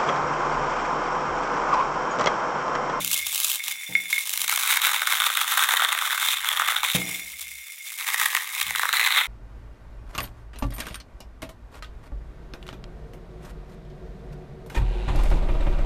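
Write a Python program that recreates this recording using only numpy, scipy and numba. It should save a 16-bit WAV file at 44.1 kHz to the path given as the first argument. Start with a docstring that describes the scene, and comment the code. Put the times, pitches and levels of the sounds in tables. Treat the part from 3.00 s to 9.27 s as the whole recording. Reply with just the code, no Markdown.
"""First comes a soft bump with bright snaps: two hands crush dry instant noodles over a wide ceramic bowl, up close.
Strands break in avalanches of noise grains, coloured bright in the open air and hollow by the resonances of the fists.
Falling crumbs and larger pieces excite the decaying modes of the bowl, and loose strands hiss throughout.
The hands bump the bowl against the counter and lean on it, which sounds the counter's low modes in a small kitchen."""
import sys
import numpy as np
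from scipy import signal
from scipy.fft import rfft, irfft
from scipy.io import wavfile
from scipy.ndimage import uniform_filter1d, minimum_filter1d
from numba import njit

SR = 44100
rng = np.random.default_rng(int(sys.argv[2]) if len(sys.argv) > 2 else 0)


def unload_wav(signal):
    """Save mono or channel-first audio to the path in sys.argv[1] as 16-bit WAV at rate SR, clipped to [-1, 1]."""
    wavfile.write(
        sys.argv[1],
        SR,
        np.round(np.clip(np.atleast_2d(signal).T, -1, 1) * 32767).astype(np.int16),
    )


N = 276507


def undb(db):
    """Level to amplitude: 20 dB is a factor of ten."""
    return 10 ** (np.asarray(db) / 20)


def curves(table):
    """Linear interpolation: each column after the time becomes one value per sample."""
    s, *columns = np.transpose(table)
    return [np.interp(np.arange(N) / SR, s, column) for column in columns]


def unit(x):
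    """Power normalisation: scale to rms 1."""
    return x / np.sqrt(np.mean(x ** 2) + 1e-20)


def even(x, size):
    """Short-time power normalisation: rms 1 over every stretch of size samples, keeping the finer grain."""
    power = uniform_filter1d(uniform_filter1d(x ** 2, size), size)
    return x / np.sqrt(np.abs(power) + 1e-12)


def add(track, s, sound):
    """Superposition: mix a sound into a track at a time in seconds."""
    i = int(np.clip(s * SR, 0, N - 1))
    track[i:i + len(sound)] += sound[:N - i]


def fade(t, t60):
    """Exponential decay of a damped system: 60 dB down after t60 seconds."""
    return np.exp(-np.log(1000) * t / t60)


def damped_mode(t, hz, t60):
    """Free vibration of one mode: a sine that decays exponentially."""
    return np.sin(2 * np.pi * hz * t) * fade(t, t60)


def passband(x, hz, kind, order=2):
    """Butterworth filter: a maximally flat passband."""
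    return signal.sosfilt(signal.butter(order, hz, kind, fs=SR, output="sos"), x)


def colour(x, points, size=1024):
    """Minimum-phase filter of unit power: the cepstrum turns (Hz, dB) points into a causal response."""
    hz, db = np.transpose(points)
    bins = np.maximum(np.fft.rfftfreq(size, 1 / SR), 1)
    magnitude = undb(np.interp(np.log(bins), np.log(hz), db))
    cepstrum = irfft(np.log(magnitude))
    causal_cepstrum = np.r_[0, 2 * cepstrum[1:size // 2]]
    response = irfft(np.exp(rfft(causal_cepstrum, size)))
    return signal.fftconvolve(x, response / np.linalg.norm(response))[:N]


@njit
def resonance(x, hz, width):
    """Second-order resonator: a state-variable band-pass whose centre may move."""
    y, band, low = np.empty(len(x)), 0., 0.
    for i in range(len(x)):
        g, damping = np.tan(np.pi * hz[i] / SR), width / hz[i]
        v = (band + g * (x[i] - low)) / (1 + g * (g + damping))
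        band, low, y[i] = 2 * v - band, low + 2 * g * v, damping * v
    return y


def clicks(rate, spread_db):
    """Poisson-like impacts: impulses at random moments (rate per second), their levels spread normally."""
    happens = rng.random(N) < rate / SR
    return happens * undb(spread_db * np.clip(rng.standard_normal(N), -2, 2))


def efforts(table, attack_s, release_s, rest_db):
    """Envelope of a row of movements: each builds, holds and dies away exponentially, over a resting level."""
    t, gain = np.arange(N) / SR, np.full(N, undb(rest_db))
    for s, length, db in table:
        build = np.clip((t - s) / attack_s + .5, 0, 1)
        release = np.exp(-np.maximum(t - s - length, 0) / release_s)
        gain = np.maximum(gain, undb(db) * build * release)
    return gain


def kitchen(x, wet_db=-16, dull_hz=6000, t60=.27):
    """Diffuse reverberation: convolution with decaying noise adds the soft reflections of a small room."""
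    t = np.arange(SR // 2) / SR
    reflections = rng.standard_normal(len(t)) * fade(t, t60) * (t > .005)
    tail = passband(reflections, dull_hz, "lowpass", order=1)
    return x + undb(wet_db) * signal.fftconvolve(x, tail / np.linalg.norm(tail))[:N]


# the hands lean on the bowl and the counter rumbles: (start [s], length [s], level [dB])
LEANS = [(0, 0.28, -60), (3.2, 1, -66), (4.2, 0.39, -61), (5.12, .45, -72), (5.62, 0.12, -55.5),
         (5.8, 0.27, -65)]
# the weight comes on and off; the counter is never quite still
LEAN_S, LIFT_S, STILL_DB = 0.045, 0.045, -99
# modes of the counter under the bowl, for rumble and bumps: (frequency [Hz], level [dB], t60 [s])
COUNTER_MODES = [(68.3, -23, 0.45), (121.4, -4.5, 0.31), (181, -3.5, 0.55), (298, -10.5, 0.56),
                 (453, -11.5, 0.27), (502, -8.5, 0.29), (670, -18, 0.95), (786, -14.5, 0.68),
                 (910, -12.5, 0.42)]


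def rumble(width_hz=20.0):
    """Forced vibration: shifting pressure, as noise, stirs the lowest mode of the counter."""
    hz = np.full(N, 1. * COUNTER_MODES[0][0])
    sway = resonance(rng.standard_normal(N), hz, width_hz)
    sway = resonance(sway, hz, width_hz)
    return even(sway, size=6000) * efforts(LEANS, LEAN_S, LIFT_S, STILL_DB)


# the bowl is bumped against the counter:
# (time [s], level [dB], brightness as low-pass cutoff [Hz], softness of the push [s])
BUMPS = [(0.0, -23.5, 800, 0.0015), (0.671, -46, 500, 0.012), (0.889, -24, 1100, 0.0058),
         (1.387, -35.5, 152, 0.015), (3.948, -11, 740, 0.00042), (3.954, -30, 402, 0.00074),
         (4.451, -39.5, 142, 0.011), (5.173, -50, 300, .005), (5.656, -27, 140, 0.011)]


def bumps(thud_hz=175, thud_t60=0.013, knock_hz=580, knock_t60=0.016, knock_db=-5,
          ring_db=-14, boom_db=-24, boom_t60=0.69, lowest_hz=60):
    """Impact excitation: a dull thud and short knock, the counter's modes, and the low boom of the kitchen."""
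    t, out = np.arange(SR) / SR, np.zeros(N)
    thud = damped_mode(t, thud_hz, thud_t60)
    knock = undb(knock_db) * damped_mode(t, knock_hz, knock_t60)
    # neighbouring modes start in opposite phase
    ring = sum((-1) ** k * undb(db) * damped_mode(t, hz, t60)
               for k, (hz, db, t60) in enumerate(COUNTER_MODES))
    for s, db, bright_hz, soft_s in BUMPS:
        boom_noise = passband(rng.standard_normal(SR), [125, 380], "bandpass", order=1)
        boom = unit(boom_noise) * fade(t, boom_t60)
        push = 1 - np.exp(-t / soft_s)
        blow = (thud + knock + undb(ring_db) * ring + undb(boom_db) * boom) * push
        add(out, s, undb(db) * passband(blow, bright_hz, "lowpass"))
    return passband(out, lowest_hz, "highpass", order=3)


# modes of the loaded bowl, for crumbs and clinks: (frequency [Hz], level [dB], t60 [s])
BOWL_MODES = [(2140, 0, .12), (2215, -5, .06), (3535, -1, .14), (3620, -10, .06), (5095, -16, .18),
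              (5695, -12, .15), (6870, -14, .18), (7675, -11, .15), (9160, -14, .15), (9620, -12, .1),
              (10220, -16, .12), (11120, -12, .13), (13950, -14, .05)]
# the handful drops; from then on it smothers the second pair of the bowl's modes
HEAP_S, SMOTHER_DB = 3.95, -6
# colour of a crumb landing: (frequency [Hz], level [dB])
TICK_COLOUR = [(300, -54), (800, -8), (1100, -22), (1800, 0.5), (2300, 12), (2700, 2.5), (3050, -7),
               (4300, -25), (7000, -41), (12000, -25), (15500, -3)]
# spills of crumbs onto the glaze: (start [s], length [s], level [dB])
SPILLS = [(0, 0.011, -35.5), (.15, 0.14, -35.5), (.61, 0.39, -38.5), (.96, 0.13, -37), (1.13, 0.083, -36),
          (2.8, 1.1, -40), (3.95, .2, -33.5), (4.15, .12, -38), (4.44, 0.11, -41.5), (4.65, 0.031, -40),
          (4.85, 0.053, -37.5), (5.5, 0.89, -40.5)]
# a spill builds and trickles out; stray crumbs fall all the time
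POUR_S, TRICKLE_S, STRAY_DB = 0.012, 0.051, -44


def crumbs(rate=170, spread_db=6, tick_db=-4):
    """Modal excitation by position: each crumb ticks and, on another spot of the bowl, weights the modes anew."""
    t = np.arange(SR // 3) / SR
    hits, ring = clicks(rate, spread_db), 0
    smothered_db = SMOTHER_DB * (np.arange(N) / SR > HEAP_S)
    for k, (hz, db, t60) in enumerate(BOWL_MODES):
        mode_db = db + smothered_db * (k // 2 == 1)
        strikes = hits * rng.standard_normal(N)
        mode_ring = signal.fftconvolve(strikes, damped_mode(t, hz, t60))[:N]
        ring = ring + undb(mode_db) * even(mode_ring, size=3000)
    # many further crumbs tick without a ring
    ticks = colour(even(hits + clicks(4 * rate, spread_db), size=1500), TICK_COLOUR)
    # the stiff glaze radiates little below its lowest mode
    patter = passband(unit(ring) + undb(tick_db) * ticks, 1150, "highpass", order=3)
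    return patter * efforts(SPILLS, POUR_S, TRICKLE_S, STRAY_DB)


# larger pieces hit the bowl, which a hand damps:
# (time [s], relative peak level [dB], upper pair of modes against the lower [dB])
CLINKS = [(0.1075, -24, -4), (0.1935, -20, -4), (0.5958, -23, -13), (0.603, -20, -15), (0.6698, -25, -4),
          (0.7147, -23, -10), (0.9522, -6, -23), (1.1285, -9, -12), (1.1625, -17, -12), (1.1802, -14, -16)]


def clinks(damped_t60=0.07, stiffen=1.014, second_db=-15, lowest_hz=1550, tap_db=1.0):
    """Damped modal ring: hard taps near a holding hand sound the two lowest pairs of modes, raised and short."""
    t, out = np.arange(SR // 5) / SR, np.zeros(N)
    low, low_twin, high, high_twin = (np.sin(2 * np.pi * hz * stiffen * t) for hz, _, _ in BOWL_MODES[:4])
    lower_pair = low + undb(second_db) * low_twin
    upper_pair = high + undb(second_db) * high_twin
    for s, db, upper_db in CLINKS:
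        ring = lower_pair + undb(upper_db) * upper_pair
        add(out, s, undb(db + tap_db) * ring / np.abs(ring).max() * fade(t, damped_t60))
    return passband(out, lowest_hz, "highpass", order=5)


def crackle(rate=600, spread_db=2.5, avalanche_s=0.0019, rub=0.054, flurry_db=2.5):
    """Avalanche noise: small fractures, each a short run of grains, come in flurries over the rub of strands."""
    t = np.arange(SR // 50) / SR
    avalanche_power = np.exp(-2 * t / avalanche_s)
    power = signal.fftconvolve(clicks(rate, spread_db) ** 2, avalanche_power)[:N]
    strength = even(np.sqrt(np.abs(power)) + 1e-4, size=900) + rub
    flurry = unit(uniform_filter1d(rng.standard_normal(N), size=900))
    grains = even(strength * rng.standard_normal(N), size=800)
    return grains * unit(undb(flurry_db * flurry))


# colour of a breaking strand in the open, for rustle and noodles: (frequency [Hz], level [dB])
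CRACK_COLOUR = [(250, -63), (420, -27.5), (600, -11.5), (830, -15.5), (1000, -18), (1180, -2.5), (1450, -5),
                (1900, -20), (2600, 2), (3700, 3), (4500, -2.5), (7000, 1.5), (11000, 1.5), (15500, 0)]


def rustle(level_db=-43.0, lowest_hz=3800):
    """Friction noise: loose strands slide over each other and the skin all the time, a thin hiss of tiny grains."""
    grains = colour(crackle(rate=500, spread_db=8.5, rub=.15, flurry_db=3.0), CRACK_COLOUR)
    return undb(level_db) * passband(grains, lowest_hz, "highpass")


def shares(closure_db):
    """Energy conservation: split a crack between the open air and the inside of the fist."""
    ratio = undb(closure_db)
    return np.array([np.ones_like(ratio), ratio]) / np.hypot(1, ratio)


def lesser_snaps(effort, count=240, length_s=0.0035, length_spread=0.51, over_db=3.5, spread_db=2.5,
                 depth_spread_db=3):
    """Successive brittle failure: strands give way at uneven moments, as loud as the squeeze is hard."""
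    when = (np.arange(count) + rng.random(count)) / count * (N - 1)
    length, size, depth = np.clip(rng.standard_normal((count, 3)), -2, 2).T
    db = 20 * np.log10(effort[when.astype(int)]) + over_db + spread_db * size
    lengths_s = length_s * np.exp(length_spread * length)
    return list(zip(when / SR, lengths_s, db, depth_spread_db * depth))  # columns as in LOUD_SNAPS


MUFFLE_PER_DEPTH = 0.73  # dB of closure gained for each dB of depth


def snaps(rows, closure_db, steep=6):
    """Brittle fracture bursts swell and die in ms; returns the open cracks, those in the fist, and their depth."""
    grains = rng.standard_normal(N)
    body = signal.butter(2, [950, 2100], "bandpass", fs=SR, output="sos")
    body_share = np.std(signal.sosfilt(body, grains))
    outside, inside, depth = np.zeros((3, N))
    for s, length, db, depth_db in rows:
        i, n = int(s * SR), max(int(length * SR), 20)
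        age = np.linspace(0, steep, n)
        burst = grains[i:i + n] * (age * np.exp(-age))[:N - i]
        # the middle band of a burst sets how strongly it drives the air in the fist
        body_burst = signal.sosfilt(body, np.pad(burst, (0, n)))
        body_rms = np.linalg.norm(body_burst) / np.sqrt(n) + 1e-12
        open_gain, fist_gain = undb(db) * shares(closure_db[i] + MUFFLE_PER_DEPTH * depth_db)
        add(outside, s, open_gain * unit(burst))
        add(inside, s, fist_gain * burst * body_share / body_rms)
        depth[i:i + n] = depth_db
    return outside, inside, depth


# the cavity of the fists changes with the grip: (time [s], middle resonance [Hz], upper resonance [Hz])
GRIP = [(0, 2130, 3770), (1.55, 2245, 3900), (2.4, 2030, 3540), (2.72, 1900, 3660), (3.25, 2120, 3570),
        (3.6, 1900, 3460), (3.9, 2230, 3670), (5, 2180, 3800), (5.3, 1845, 3790), (5.63, 2290, 3740),
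        (5.8, 1840, 3850), (6, 2040, 4040), (6.27, 2080, 3500)]
# how strongly the cupped hands ring, against their middle resonance:
# (time [s], deep resonances [dB], upper resonance [dB])
CUP = [(0, 7, 9.5), (1.45, -4, -7.5), (2.35, 2.5, 3), (2.7, 2.5, -2), (3.1, 3, -1), (3.35, -2.5, 5.5),
       (3.54, 3, -1), (3.83, -0.5, 1.5), (3.93, -6.5, 0.5), (5.1, -5.5, -12.5), (5.84, -8.5, -5.5),
       (5.92, -2, -1), (6.03, -8.5, -5), (6.13, -2, 1.5), (6.27, -8, -1)]
# deep resonances of the air between hands and bowl: (frequency [Hz], width [Hz], level [dB])
HOLLOW = [(554, 172, -14.5), (819.5, 303, -6), (1231, 264, 4.5), (1526, 249, 4.5)]


def fist(x, depth_db, middle_db=0, middle_width=285.0, upper_db=0, upper_width=385.0, edge_hz=4250, leak_hz=400):
    """Cavity resonance: the air in cupped hands shares a crack's energy; flesh eats treble, gaps leak bass."""
    middle_hz, upper_hz = curves(GRIP)
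    cup_deep_db, cup_upper_db = curves(CUP)
    share = undb([cup_deep_db + depth_db, np.full(N, middle_db), cup_upper_db + upper_db - depth_db])
    share = share / np.linalg.norm(share, axis=0)
    to_deep, to_middle, to_upper = share * x + 1e-18
    deep = sum((-1) ** k * undb(db) * resonance(to_deep, np.full(N, 1. * hz), 1. * width)
               for k, (hz, width, db) in enumerate(HOLLOW))
    middle = resonance(to_middle, middle_hz, middle_width)
    upper = resonance(to_upper, upper_hz, upper_width)
    # each resonance gives back the power it was fed
    air = unit(deep) * np.std(to_deep) + unit(middle) * np.std(to_middle) - unit(upper) * np.std(to_upper)
    muffled = passband(air, edge_hz, "lowpass", order=4)
    muffled = passband(muffled, leak_hz, "highpass", order=4)
    return unit(muffled) * np.std(x)


# each squeeze of the fingers: (start [s], length [s], level [dB])
SQUEEZES = [(0, 0.098, -33), (.105, 0.07, -26.5), (.255, 0.019, -30), (.31, 0.23, -27.5),
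            (.635, 0.084, -34), (1.09, .13, -34), (1.25, .2, -31.5), (1.475, 0.14, -28.5),
            (1.59, 0.18, -24), (1.82, 0.14, -22.5), (1.95, 0.095, -29.5), (2.065, 0.23, -25.5),
            (2.31, 0.13, -27), (2.47, 0.15, -24.5), (2.56, 0.28, -23), (2.88, 0.37, -27),
            (3.19, .14, -24.5), (3.35, 0.073, -30.5), (3.445, 0.18, -26.5), (3.675, 0.1, -27),
            (3.835, .13, -28.5), (3.99, 0.2, -36), (4.2, 0.12, -42.5), (4.39, 0.026, -35),
            (4.85, 0.09, -41), (4.98, 0.064, -36), (5.06, .08, -27), (5.175, 0.09, -26), (5.3, 0.11, -30.5),
            (5.42, 0.093, -37.5), (5.53, .2, -31.5), (5.595, 0.024, -29.5), (5.75, 0.21, -30),
            (5.925, .15, -23.5), (6.105, 0.085, -21.5), (6.23, 0.059, -28)]
# a squeeze builds and lets go; merely held, the noodles hardly crack
PRESS_S, RELAX_S, HOLD_DB = 0.0074, 0.034, -48.5
# how far the fists close round the noodles: (time [s], sound from inside the fist over the open crack [dB])
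CLOSURE = [(0, -7), (.14, -22.5), (.45, -15), (.75, -12), (1.2, -13.5), (1.43, -9), (1.5, -2.5),
           (1.95, 3.5), (2.5, 1.5), (2.85, 8), (3.25, 1.5), (3.6, 7), (3.9, 4.5), (4.07, -11), (4.85, -21),
           (5.02, 1.5), (5.62, 1), (6.27, 11.5)]
# the loudest fractures:
# (time [s], length [s], level [dB], depth in the fist: deep resonances up and upper one down [dB])
LOUD_SNAPS = [(0.047, 0.0023, -16.5, -10), (.0771, 0.0033, -20, -9), (0.114, 0.0072, -21, 0),
              (0.1283, 0.025, -22.5, 0), (0.2666, 0.005, -22, 2), (0.3186, 0.0027, -29, -7),
              (0.358, 0.0028, -21.5, -6), (0.3783, 0.0027, -19, -3), (0.417, 0.0026, -24.5, 4),
              (0.4446, 0.0085, -15, -4), (0.639, 0.0016, -23.5, -7), (0.681, .004, -21, 1.5),
              (1.294, .0025, -20, -3), (1.3354, 0.0083, -23.5, 0), (1.3747, 0.0069, -22, -1),
              (1.4157, 0.0058, -22, -3), (1.444, 0.0053, -24.5, 1), (1.4787, 0.0056, -20, -1),
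              (1.4949, 0.0047, -19, -2), (1.523, 0.014, -26, 3.5), (1.5594, 0.0063, -19, -7),
              (1.771, .005, -13.5, -0.5), (1.8166, 0.0063, -20, -3.5), (1.8426, 0.0039, -17, -2),
              (1.868, .005, -22.5, 1), (2.0186, 0.0018, -14.5, 6.5), (2.072, 0.002, -12.5, 2.5),
              (2.1233, 0.0036, -16, 1), (2.201, 0.0029, -13.5, -0.5), (2.2188, 0.0034, -16.5, 2),
              (2.264, 0.0084, -14, -1), (2.372, 0.002, -13, 0), (2.4123, 0.0042, -17.5, 2.5),
              (2.5727, 0.0046, -13.5, 3.5), (2.589, 0.0021, -24, 8), (2.6366, 0.0043, -13, -4),
              (2.7365, 0.0072, -17, -2), (2.747, 0.0012, -19, 10), (2.7715, 0.0043, -20, -2),
              (2.819, 0.0072, -18, 0.5), (2.847, 0.0039, -18, -3.5), (2.9268, 0.0026, -13, -4),
              (2.988, 0.0024, -24, -4), (3.1277, 0.0048, -20.5, 3), (3.2815, 0.0018, -25, -5),
              (3.445, 0.0033, -19.5, 1), (3.5966, 0.0019, -7, 3), (3.601, 0.0023, -25, -5),
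              (3.619, 0.0027, -17, 7), (3.6862, 0.0038, -18.5, 2), (3.721, 0.0028, -19, 4),
              (3.7645, 0.0024, -20.5, -1), (3.8314, 0.0051, -19, 3.5), (3.8657, 0.0022, -24.5, -7),
              (3.9145, 0.0025, -22.5, -3), (3.946, 0.027, -24.5, 0), (4.92, 0.0025, -33, 8),
              (5.009, 0.0043, -27, 0.5), (5.0873, 0.0033, -20, 5.5), (5.204, .01, -28, -3),
              (5.2126, 0.0025, -18, 5.5), (5.2557, 0.011, -21.5, 0), (5.3493, 0.0033, -12, 3.5),
              (5.3662, .002, -16, 2), (5.3713, .002, -18.5, 6), (5.6119, 0.0097, -20, -0.5),
              (5.7066, 0.0038, -20.5, 2), (5.7497, 0.0027, -19, 11), (5.759, 0.0022, -19.5, -1),
              (5.7946, 0.0025, -15, 5), (5.8318, 0.0047, -17, 10.5), (5.8532, 0.0042, -18, 13),
              (5.89, 0.005, -21, 6.5), (5.995, 0.0039, -17, 2), (6.0117, 0.0042, -12, -0.5),
              (6.0476, 0.0037, -26, -2), (6.162, 0.002, -24, 2), (6.171, 0.0081, -27, 3),
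              (6.2084, .01, -22, 2)]


def noodles(open_db=1.5, fist_db=-1, snap_open_db=0, snap_fist_db=0.0):
    """Two transmission paths: fine crackle and big snaps, heard directly and through the fists."""
    effort = efforts(SQUEEZES, PRESS_S, RELAX_S, HOLD_DB)
    closure_db = curves(CLOSURE)[0]
    fine_outside, fine_inside = crackle() * effort * shares(closure_db)
    outside, inside, depth_db = snaps(lesser_snaps(effort) + LOUD_SNAPS, closure_db)
    bright = colour(undb(open_db) * fine_outside + undb(snap_open_db) * outside, CRACK_COLOUR)
    hollow = fist(undb(fist_db) * fine_inside + undb(snap_fist_db) * inside, depth_db)
    return bright + hollow


def scene(smallest_hz=300):
    """Superposition of sources in the room: the small, light ones radiate little bass."""
    small = noodles() + rustle() + crumbs() + clinks()
    small = passband(small, smallest_hz, "highpass", order=4)
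    return (kitchen(small) + bumps() + rumble())[None]


def record(dry, ceiling=.5, top_hz=15850):
    """Look-ahead limiting and band limiting: the recorder turns down the tallest peaks and cuts the top."""
    room_left = ceiling / np.maximum(np.abs(dry), ceiling)
    gain = uniform_filter1d(minimum_filter1d(room_left, size=161), size=161)
    top_cut = signal.ellip(10, .1, 80, top_hz, fs=SR, output="sos")
    return signal.sosfilt(top_cut, dry * gain)


dry = scene()
out = record(dry)
unload_wav(out)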